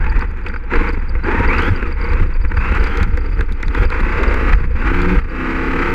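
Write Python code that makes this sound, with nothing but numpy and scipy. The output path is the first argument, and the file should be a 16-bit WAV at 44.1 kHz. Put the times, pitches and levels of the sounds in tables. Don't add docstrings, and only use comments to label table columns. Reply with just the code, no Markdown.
import sys
import numpy as np
from scipy import signal
from scipy.fft import rfft, irfft
from scipy.io import wavfile
from scipy.ndimage import uniform_filter1d, map_coordinates

SR = 44100
rng = np.random.default_rng(int(sys.argv[2]) if len(sys.argv) > 2 else 0)


def master_out(mix):
    frames = np.transpose(np.atleast_2d(mix))
    ceiling = np.clip(frames, -1, 1)
    pcm = np.round(ceiling * 32767).astype(np.int16)
    wavfile.write(sys.argv[1], SR, pcm)


N = 261954
TIME = np.arange(N) / SR
CRUISE_HZ = 60

# (time [s], level [dB])
HUM_LEVEL = [(4.7, -65), (4.85, -28), (4.97, -22.5), (5.14, -21.5), (5.21, -75), (5.3, -41), (5.44, -23),
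             (5.7, -27), (5.94, -29.5)]
# (frequency [Hz], level [dB per Hz])
FRAME_RESPONSE = [(90, -10.5), (140, -3.5), (180, 0), (220, 2.5), (350, 3.5), (410, -2.5), (475, 7),
                  (530, -2.5), (590, -15), (750, -26.5), (1200, -54.5)]
# (frequency [Hz], level [dB per Hz])
CASE_RESPONSE = [(450, -25.5), (620, -14.5), (750, -10), (870, 2), (1100, -0.5), (1520, 4.5), (1790, -2),
                 (1950, 1), (2580, -4), (2900, -16.5), (3400, -21.5), (4700, -28), (5500, -33.5),
                 (8000, -39.5), (9000, -52.5), (12500, -68), (15000, -79.5)]
# (start [s], end [s], rise [s], load [dB], swell over the squeeze [dB],
# shaft speed at start [turns/s], at end [turns/s], ease [+ revs early, - revs late],
# frame growl [dB re load], whine [dB re gear rattle])
SQUEEZES = [(0.0, 0.232, 0.0081, -34, 0, 35.39, 41.9, 2.5, 0.93, -9),
            (0.694, 0.905, 0.024, -25.5, -2, 37.88, 50.6, 3.5, 0.9, -13.5),
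            (1.219, 1.47, 0.058, -24, 3, 33.6, 43.6, 2.5, 1.31, -12),
            (1.465, 1.696, 0.026, -21.5, 2, 43.77, 78, 0.7, -0.71, -4.5),
            (1.705, 1.921, 0.011, -30.5, -5, 74.2, 54, 0.9, -0.14, -7.5),
            (1.95, 2.225, 0.076, -29.5, 0, 48.2, 68.3, -4, 0.099, -10.5),
            (2.52, 3.029, 0.15, -24.5, -0.5, 50.83, 73.88, 1.5, -2.16, -9),
            (3.725, 3.855, 0.042, -22.5, -1.5, 68.7, 75.64, 2, -1, -11),
            (3.879, 4.544, 0.055, -23.5, 3.5, 52.99, 66.96, 1.06, -1.3, -19.5),
            (4.729, 5.189, 0.14, -22.5, 0, 51.02, 73.5, 3, -1.52, -13),
            (5.272, 5.94, 0.16, -22.5, 4, 63.73, 70.86, -0.84, 0.58, -18)]


def amp(db):
    return 10 ** (np.asarray(db) / 20)


def evened(x):
    return x / np.sqrt(np.mean(x ** 2) + 1e-20)


def curve(rows):
    times, levels = np.transpose(rows)
    return np.interp(TIME, times, levels)


def add(mix, s, sound):
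    part = mix[max(round(s * SR), 0):][:len(sound)]
    part += sound[:len(part)]


def colour(x, points, size=4096):
    hz, db = np.transpose(points)
    f = abs(np.fft.fftfreq(size, 1 / SR))
    log_gain = np.log(amp(np.interp(np.log(f + 1), np.log(hz), db)))
    minimum_phase = np.exp(np.conj(signal.hilbert(log_gain)))
    taps = np.fft.ifft(minimum_phase).real[:size // 2]
    return signal.oaconvolve(x, taps / np.linalg.norm(taps))[:len(x)]


def wander(rate_hz):
    points = 8192
    f = np.fft.rfftfreq(points, TIME[-1] / points)
    spectrum = rfft(rng.standard_normal(points)) / (1 + (f / rate_hz) ** 4)
    slow = irfft(spectrum)
    return evened(np.interp(TIME, np.linspace(0, TIME[-1], len(slow)), slow))


def eased(start, end, ease):
    u = np.clip((TIME - start) / max(end - start, .01), 0, 1)
    return np.expm1(-ease * u) / np.expm1(-ease) if ease else u


def lightness():
    # (time [s], half length [s])
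    crests = [(0.626, 0.063), (1.8, .04), (2.355, 0.029), (2.937, 0.024), (3.432, 0.049), (3.572, 0.077),
              (4.807, 0.022), (5.475, 0.036)]
    return sum(np.exp(-((TIME - s) / half) ** 2) for s, half in crests)


def shaking(uneven_db=1.0, tyre_boom_db=-6, crest_boom_db=-9, rise_s=.022, fall_s=.028):
    # (time [s], level [dB])
    ground = [(0, -14), (.4, -22.5), (.9, -18), (1.9, -18), (2.3, -17), (3.2, -16.5), (3.58, -19.5),
              (4.0, -18.5), (4.45, -15.5), (5.12, -15), (5.3, -22.5), (5.94, -20)]
    # (time [s], chassis bounce [dB], tyre boom [dB])
    bumps = [(.11, -17, -17), (.17, -9.5, -24), (.78, -6, -28), (1.161, -13.5, -24), (1.4, -22, -13.5),
             (1.481, -9, -17), (1.582, -23.5, -15.5), (1.709, -15.5, -10.5), (2.13, -11.5, -14.5),
             (2.22, -7.5, -13.5), (2.38, -10.5, -33), (2.449, -12, -21), (2.579, -19, -13),
             (2.731, -18, -13), (2.819, -11, -16), (3.019, -21, -13), (3.14, -16.5, -17.5),
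             (3.401, -17.5, -16), (3.52, -17, -17.5), (3.679, -14.5, -17), (3.801, -15.5, -11),
             (3.86, -10.5, -17.5), (4.031, -11, -24.5), (4.28, -17.5, -19), (4.42, -11, -21),
             (4.541, -6, -13), (5.18, -11.5, -13.5)]
    steady_db = curve(ground)
    bounce = amp(steady_db + uneven_db * wander(12)) ** 2
    boom_db = steady_db + tyre_boom_db + crest_boom_db * lightness() + uneven_db * wander(14)
    boom = amp(boom_db) ** 2
    t = np.arange(-SR // 10, SR // 5) / SR
    swell = np.exp(-(t / np.where(t < 0, rise_s, fall_s)) ** 2)
    for s, bump_bounce_db, bump_boom_db in bumps:
        add(bounce, s + t[0], (amp(bump_bounce_db) * swell) ** 2)
        add(boom, s + t[0], (amp(bump_boom_db) * swell) ** 2)
    return 10 * np.log10(bounce), 10 * np.log10(boom)


def shaft_speed(coast_ease=2.2):
    start, end, _, _, _, first, last, ease, _, _ = np.transpose(SQUEEZES)
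    speed = np.full(N, first[0])
    for s, e, a, b, k in zip(start, end, first, last, ease):
        speed += (b - a) * eased(s, e, k)
    for s, e, a, b in zip(end, start[1:], last, first[1:]):
        speed += (b - a) * eased(s, e, coast_ease)
    return speed


def effort(speed, coast_db=-36, db_per_octave=5, flutter_db=2.5, crest_db=-1.5, release_s=.011):
    speed_db = db_per_octave * np.log2(speed / CRUISE_HZ)
    power = amp(coast_db + speed_db + flutter_db * wander(30) + crest_db * lightness()) ** 2
    growl, whine = 2 * power, -20 * power
    for start, end, rise, db, swell_db, _, _, _, growl_db, whine_db in SQUEEZES:
        gate = eased(start, start + rise, 0) * np.exp(-np.maximum(TIME - end, 0) / release_s)
        push = (gate * amp(db + swell_db * (eased(start, end, 0) - .5))) ** 2
        power = power + push
        growl = growl + growl_db * push
        whine = whine + whine_db * push
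    return 10 * np.log10(power), growl / power, whine / power


def rumble(bounce, boom, split_hz=48):
    # (frequency [Hz], level [dB per Hz])
    rumble_spectrum = [(8, -17), (18, -5), (26, 8), (34, -2), (45, -3.5), (54, -5.5), (68, -4), (82, -11.5),
                       (105, -22.5), (150, -28.5), (200, -25.5), (400, -82), (2000, -110)]
    x = colour(rng.standard_normal(N), rumble_spectrum, size=16384)
    low = signal.sosfiltfilt(signal.butter(4, split_hz, fs=SR, output="sos"), x)
    out = np.zeros(N)
    for band, db in (low, bounce), (x - low, boom):
        swell = np.sqrt(uniform_filter1d(abs(signal.hilbert(band)) ** 2, size=2200) / 2)
        out += amp(db) * evened(band / swell)
    return out


def grit(load, level_db=4.5, ring_db=6, spray_db=-29, stray_db=-52):
    # (time [s], treble peak before level_db [dB])
    hits = [(0.1927, -41), (0.485, -45), (0.93, -46), (1.622, -36.5), (2.1342, -39), (2.218, -39.5),
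            (2.751, -39), (2.84, -37), (2.8726, -41), (2.9729, -33), (3.03, -33), (3.1737, -36),
            (3.409, -36.5), (3.523, -39), (3.6279, -36), (3.6817, -36.5), (3.7484, -39), (3.902, -36),
            (4.0047, -40), (4.2343, -33.5), (4.3426, -35.5), (5.018, -33.5)]
    # (frequency [Hz], level [dB per Hz])
    grain_spectrum = [(1500, -45), (3500, 22.5), (5500, 15), (7000, 16), (9000, 6), (12000, 9),
                      (13500, -18), (15000, -44.5)]
    out, t = np.zeros(N), np.arange(1500) / SR
    fade = amp(-60 * t / .006) + .12 * amp(-60 * t / .03)
    treble_filter = signal.butter(2, 6000, "high", fs=SR, output="sos")
    for s, db in hits:
        snap = rng.standard_normal(len(t)) * fade
        ring_hz = rng.uniform(3420, 4600)
        ring = signal.lfilter(*signal.iirpeak(ring_hz, 3, fs=SR), snap)
        tick = colour(snap + amp(ring_db) * ring, grain_spectrum, size=512)
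        treble = signal.sosfilt(treble_filter, tick)
        add(out, s, amp(db + level_db) * tick / abs(treble).max())
    spray = (rng.random(N) < 45 / SR) * amp(4.5 * np.minimum(rng.exponential(1, N), 4))
    strays = (rng.random(N) < 7 / SR) * amp(stray_db + 3 * rng.standard_normal(N))
    strays = signal.oaconvolve(strays, fade)[:N] * rng.standard_normal(N)
    return out + colour(spray * amp(load + spray_db) + strays, grain_spectrum)


def jingles(load, level_db=-3, stray_db=-49, bounce=0.24, load_slope=.55, rattle_db=-43):
    # (time [s], strength before level_db [dB])
    hard_blows = [(0.096, -25.5), (0.209, -25), (.485, -31), (0.538, -34), (0.756, -29), (0.888, -23),
                  (.933, -32), (1.092, -24.5), (1.236, -30), (1.268, -36), (1.476, -23), (1.581, -18),
                  (1.759, -26), (1.923, -28), (2.012, -27), (2.04, -26), (2.087, -30), (2.568, -27),
                  (2.797, -26), (2.84, -27), (2.87, -24), (3.032, -27), (3.259, -35), (3.328, -34.5),
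                  (3.657, -34.5), (3.85, -25), (4.176, -33), (4.278, -23), (5.02, -28), (5.79, -32)]
    # (frequency [Hz], level [dB], 60 dB decay time [s])
    modes = [(3800, -18, .015), (4540, -3, .022), (4690, 0, .028), (4860, -4, .022), (8050, -21, .02)]
    t = np.arange(2500) / SR
    blows = (rng.random(N) < 70 / SR) * amp(stray_db + 3 * rng.standard_normal(N))
    blows *= amp(load_slope * (load - load.mean()))
    blows += (rng.random(N) < 16 / SR) * amp(rattle_db + 3 * rng.standard_normal(N))
    for s, db in hard_blows:
        lag = rng.uniform(.002, .009)
        add(blows, s, amp([db + level_db]))
        add(blows, s + lag, bounce * amp([db + level_db]))
    attack = 1 - np.exp(-(t / .002) ** 2)
    out = np.zeros(N)
    for hz, db, t60 in modes:
        ring = amp(db - 60 * t / t60) * np.sin(2 * np.pi * (hz * t + rng.random())) * attack
        spot = .5 + rng.random(N)
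        out += signal.oaconvolve(blows * spot, ring)[:N]
    return out


def knocks(level_db=-1, thud_db=-3, ring_width_hz=450, ring_db=6, t60=0.027, attack_s=0.001):
    # (time [s], clatter peak before level_db [dB], main ring [Hz],
    # low thud re clatter, before thud_db [dB])
    stops = [(0.041, -16, 1880, -21), (0.064, -13.5, 2580, -28), (0.208, -18.5, 1590, -27),
             (0.221, -12, 1100, -19), (0.463, -14.5, 2610, -4), (0.497, -19, 1452, -8),
             (0.539, -16.5, 1250, -3), (0.56, -13, 1270, -15), (0.735, -4, 1700, -9.5),
             (0.754, -9, 1310, 1), (0.995, -25, 1800, -4), (1.151, -14, 2040, -5), (1.243, -15, 1558, -1),
             (1.826, -13, 1598, 2.5), (2.449, -15, 1900, -3.5), (2.516, -15, 1880, -7),
             (2.57, -13, 1472, -5), (3.031, -20, 1188, -6), (3.173, -14, 1772, -0.5),
             (3.391, -15.5, 1561, 3), (3.407, -11, 1576, -1.5), (3.63, -11, 1855, -6),
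             (3.68, -21, 1800, -10), (3.748, -11.5, 1900, -6.5), (3.902, -14, 1473, -6),
             (4.6, -22.5, 1600, 4), (4.64, -19.5, 2020, -12)]
    out, t = np.zeros(N), np.arange(4096) / SR
    envelope = amp(-60 * t / t60) * (1 - np.exp(-t / attack_s))
    for s, db, hz, low_db in stops:
        clatter, thud = rng.standard_normal((2, len(t))) * envelope
        ring = signal.lfilter(*signal.iirpeak(hz, hz / ring_width_hz, fs=SR), clatter)
        crack = colour(clatter + amp(ring_db) * ring, CASE_RESPONSE)
        thud = colour(thud, FRAME_RESPONSE)
        thud_part = amp(low_db + thud_db) * thud / abs(thud).max()
        add(out, s, amp(db + level_db) * (crack / abs(crack).max() + thud_part))
    return out


def shaft_turns(speed, slip_turns):
    return np.cumsum(speed) / SR + slip_turns * wander(21)


def gear_rattle(turns, shake, locked, patchy_db=2.5, impact_hz=1200, spread_db=4.0, size=1024):
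    cycle = [turns / 2 % 1 * size]
    patterns = rng.standard_normal((2, size))
    one, other = (map_coordinates(p, cycle, order=3, mode="grid-wrap") for p in patterns)
    seating = wander(4.9)
    repeating = evened(one * np.cos(seating) + other * np.sin(seating))
    strikes = rng.choice([-1., 1.], N) * (rng.random(N) < impact_hz / SR)
    impacts = strikes * amp(spread_db * np.minimum(rng.exponential(1, N), 4))
    loose = evened(evened(impacts) + 0.54 * rng.standard_normal(N))
    bumpiness = np.clip(1 + (shake + 14) / 14, .3, 1.3)
    rattle = np.sqrt(locked) * repeating + np.sqrt(1 - locked) * loose
    return rattle * amp(patchy_db * bumpiness * wander(46))


def booms(speed, shake, q=3):
    # (start [s], end [s], frequency [Hz], level [dB])
    surges = [(0.717, 0.784, 347, -19.5), (1.252, 1.36, 356, -19.5), (4.086, 4.478, 427.7, -25.5)]
    rattle = gear_rattle(shaft_turns(speed, slip_turns=.003), shake, locked=.7)
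    out = np.zeros(N)
    for start, end, hz, db in surges:
        peak = signal.iirpeak(hz, q, fs=SR)
        ring = evened(signal.lfilter(*peak, signal.lfilter(*peak, rattle)))
        out += amp(db) * np.sin(np.pi * eased(start, end, 0)) * ring
    return out


def controller(speed, load, chop_hz=4050, whistle_db=-42, width_hz=130, speed_db=8):
    # (start [s], end [s], level [dB])
    chops = [(.68, .84, -52), (1.18, 1.29, -59)]
    out = np.zeros(N)
    for start, end, db in chops:
        t = np.arange(0, end - start, 1 / SR)
        tone = np.sin(2 * np.pi * chop_hz * t) * signal.windows.tukey(len(t), .6)
        add(out, start, amp(db) * tone)
    poles = np.cos(2 * np.pi * 5 * shaft_turns(speed, slip_turns=.02))
    third = np.cos(2 * np.pi * 3 * chop_hz * TIME)
    split = np.clip((speed - 45) / 35, 0, .8)
    whistle = third * wander(width_hz) * (1 - split + 1.7 * split * poles)
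    return out + amp(load + whistle_db + speed_db * np.log2(speed / CRUISE_HZ)) * whistle


def shaft_hum(speed):
    # (multiple of shaft speed, level before panel boost [dB])
    orders = [(2.5, -9), (4, -5), (5, -1), (6, -13), (7, -12)]
    panel_hz, width_hz, panel_db = 182, 6.3, 12.8
    turns = shaft_turns(speed, slip_turns=.004)
    out = np.zeros(N)
    for k, db in orders:
        boost_db = panel_db / (1 + ((k * speed - panel_hz) / width_hz) ** 2)
        out += amp(db + boost_db + 2 * wander(24.0)) * np.cos(2 * np.pi * k * turns)
    return amp(curve(HUM_LEVEL)) * out


def tooth_whine(turns, speed, whine, teeth=22, tooth_db=-6, tooth_db_per_octave=-14):
    base = amp(whine)
    first = base * amp(tooth_db + tooth_db_per_octave * np.log2(speed / CRUISE_HZ))
    out = np.zeros(N)
    for k, level in (1, first), (2, .9 * base), (3, .35 * base):
        sidebands = sum(wander(14) * np.cos(2 * np.pi * k * side * turns) for side in (.5, 1, 1.5, 2))
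        throb = 1 + .45 * wander(35) + (.25 + .3 * k) * sidebands
        out += level * throb * np.cos(2 * np.pi * k * teeth * turns + .4 * k * wander(30))
    return out


def drivetrain(speed, load, growl, whine, shake, high_db=0.5, low_db=-1.0, bright_hz=3200,
               bright_db=3.5, smooth_db=2):
    turns = shaft_turns(speed, slip_turns=.003)
    gears = gear_rattle(turns, shake, locked=.82) + .85 * tooth_whine(turns, speed, whine)
    frame = gear_rattle(turns, shake, locked=.55)
    gears = evened(colour(gears, CASE_RESPONSE))
    frame = evened(colour(frame, FRAME_RESPONSE))
    treble = signal.sosfiltfilt(signal.butter(3, bright_hz, "high", fs=SR, output="sos"), gears)
    gears = gears + treble * (amp(bright_db * np.log2(speed / CRUISE_HZ)) - 1)
    growl_db = growl + low_db - smooth_db * amp(curve(HUM_LEVEL) + 23.5)
    return amp(load) * (amp(high_db) * gears + amp(growl_db) * frame)


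def scene():
    speed = shaft_speed()
    bounce, boom = shaking()
    shake = 10 * np.log10(amp(bounce) ** 2 + amp(boom) ** 2)
    load, growl, whine = effort(speed)
    ground = rumble(bounce, boom) + grit(load)
    body = jingles(load) + knocks() + booms(speed, shake)
    motor = controller(speed, load) + shaft_hum(speed) + drivetrain(speed, load, growl, whine, shake)
    return (ground + body + motor)[None]


def record(dry, ceiling=0.82, edge_hz=13700):
    held = dry / (1 + (dry / ceiling) ** 6) ** (1 / 6)
    lowpass = signal.firwin(255, edge_hz, window=("kaiser", 8), fs=SR)
    return signal.oaconvolve(held, lowpass[None], "same")


dry = scene()
out = record(dry)
master_out(out)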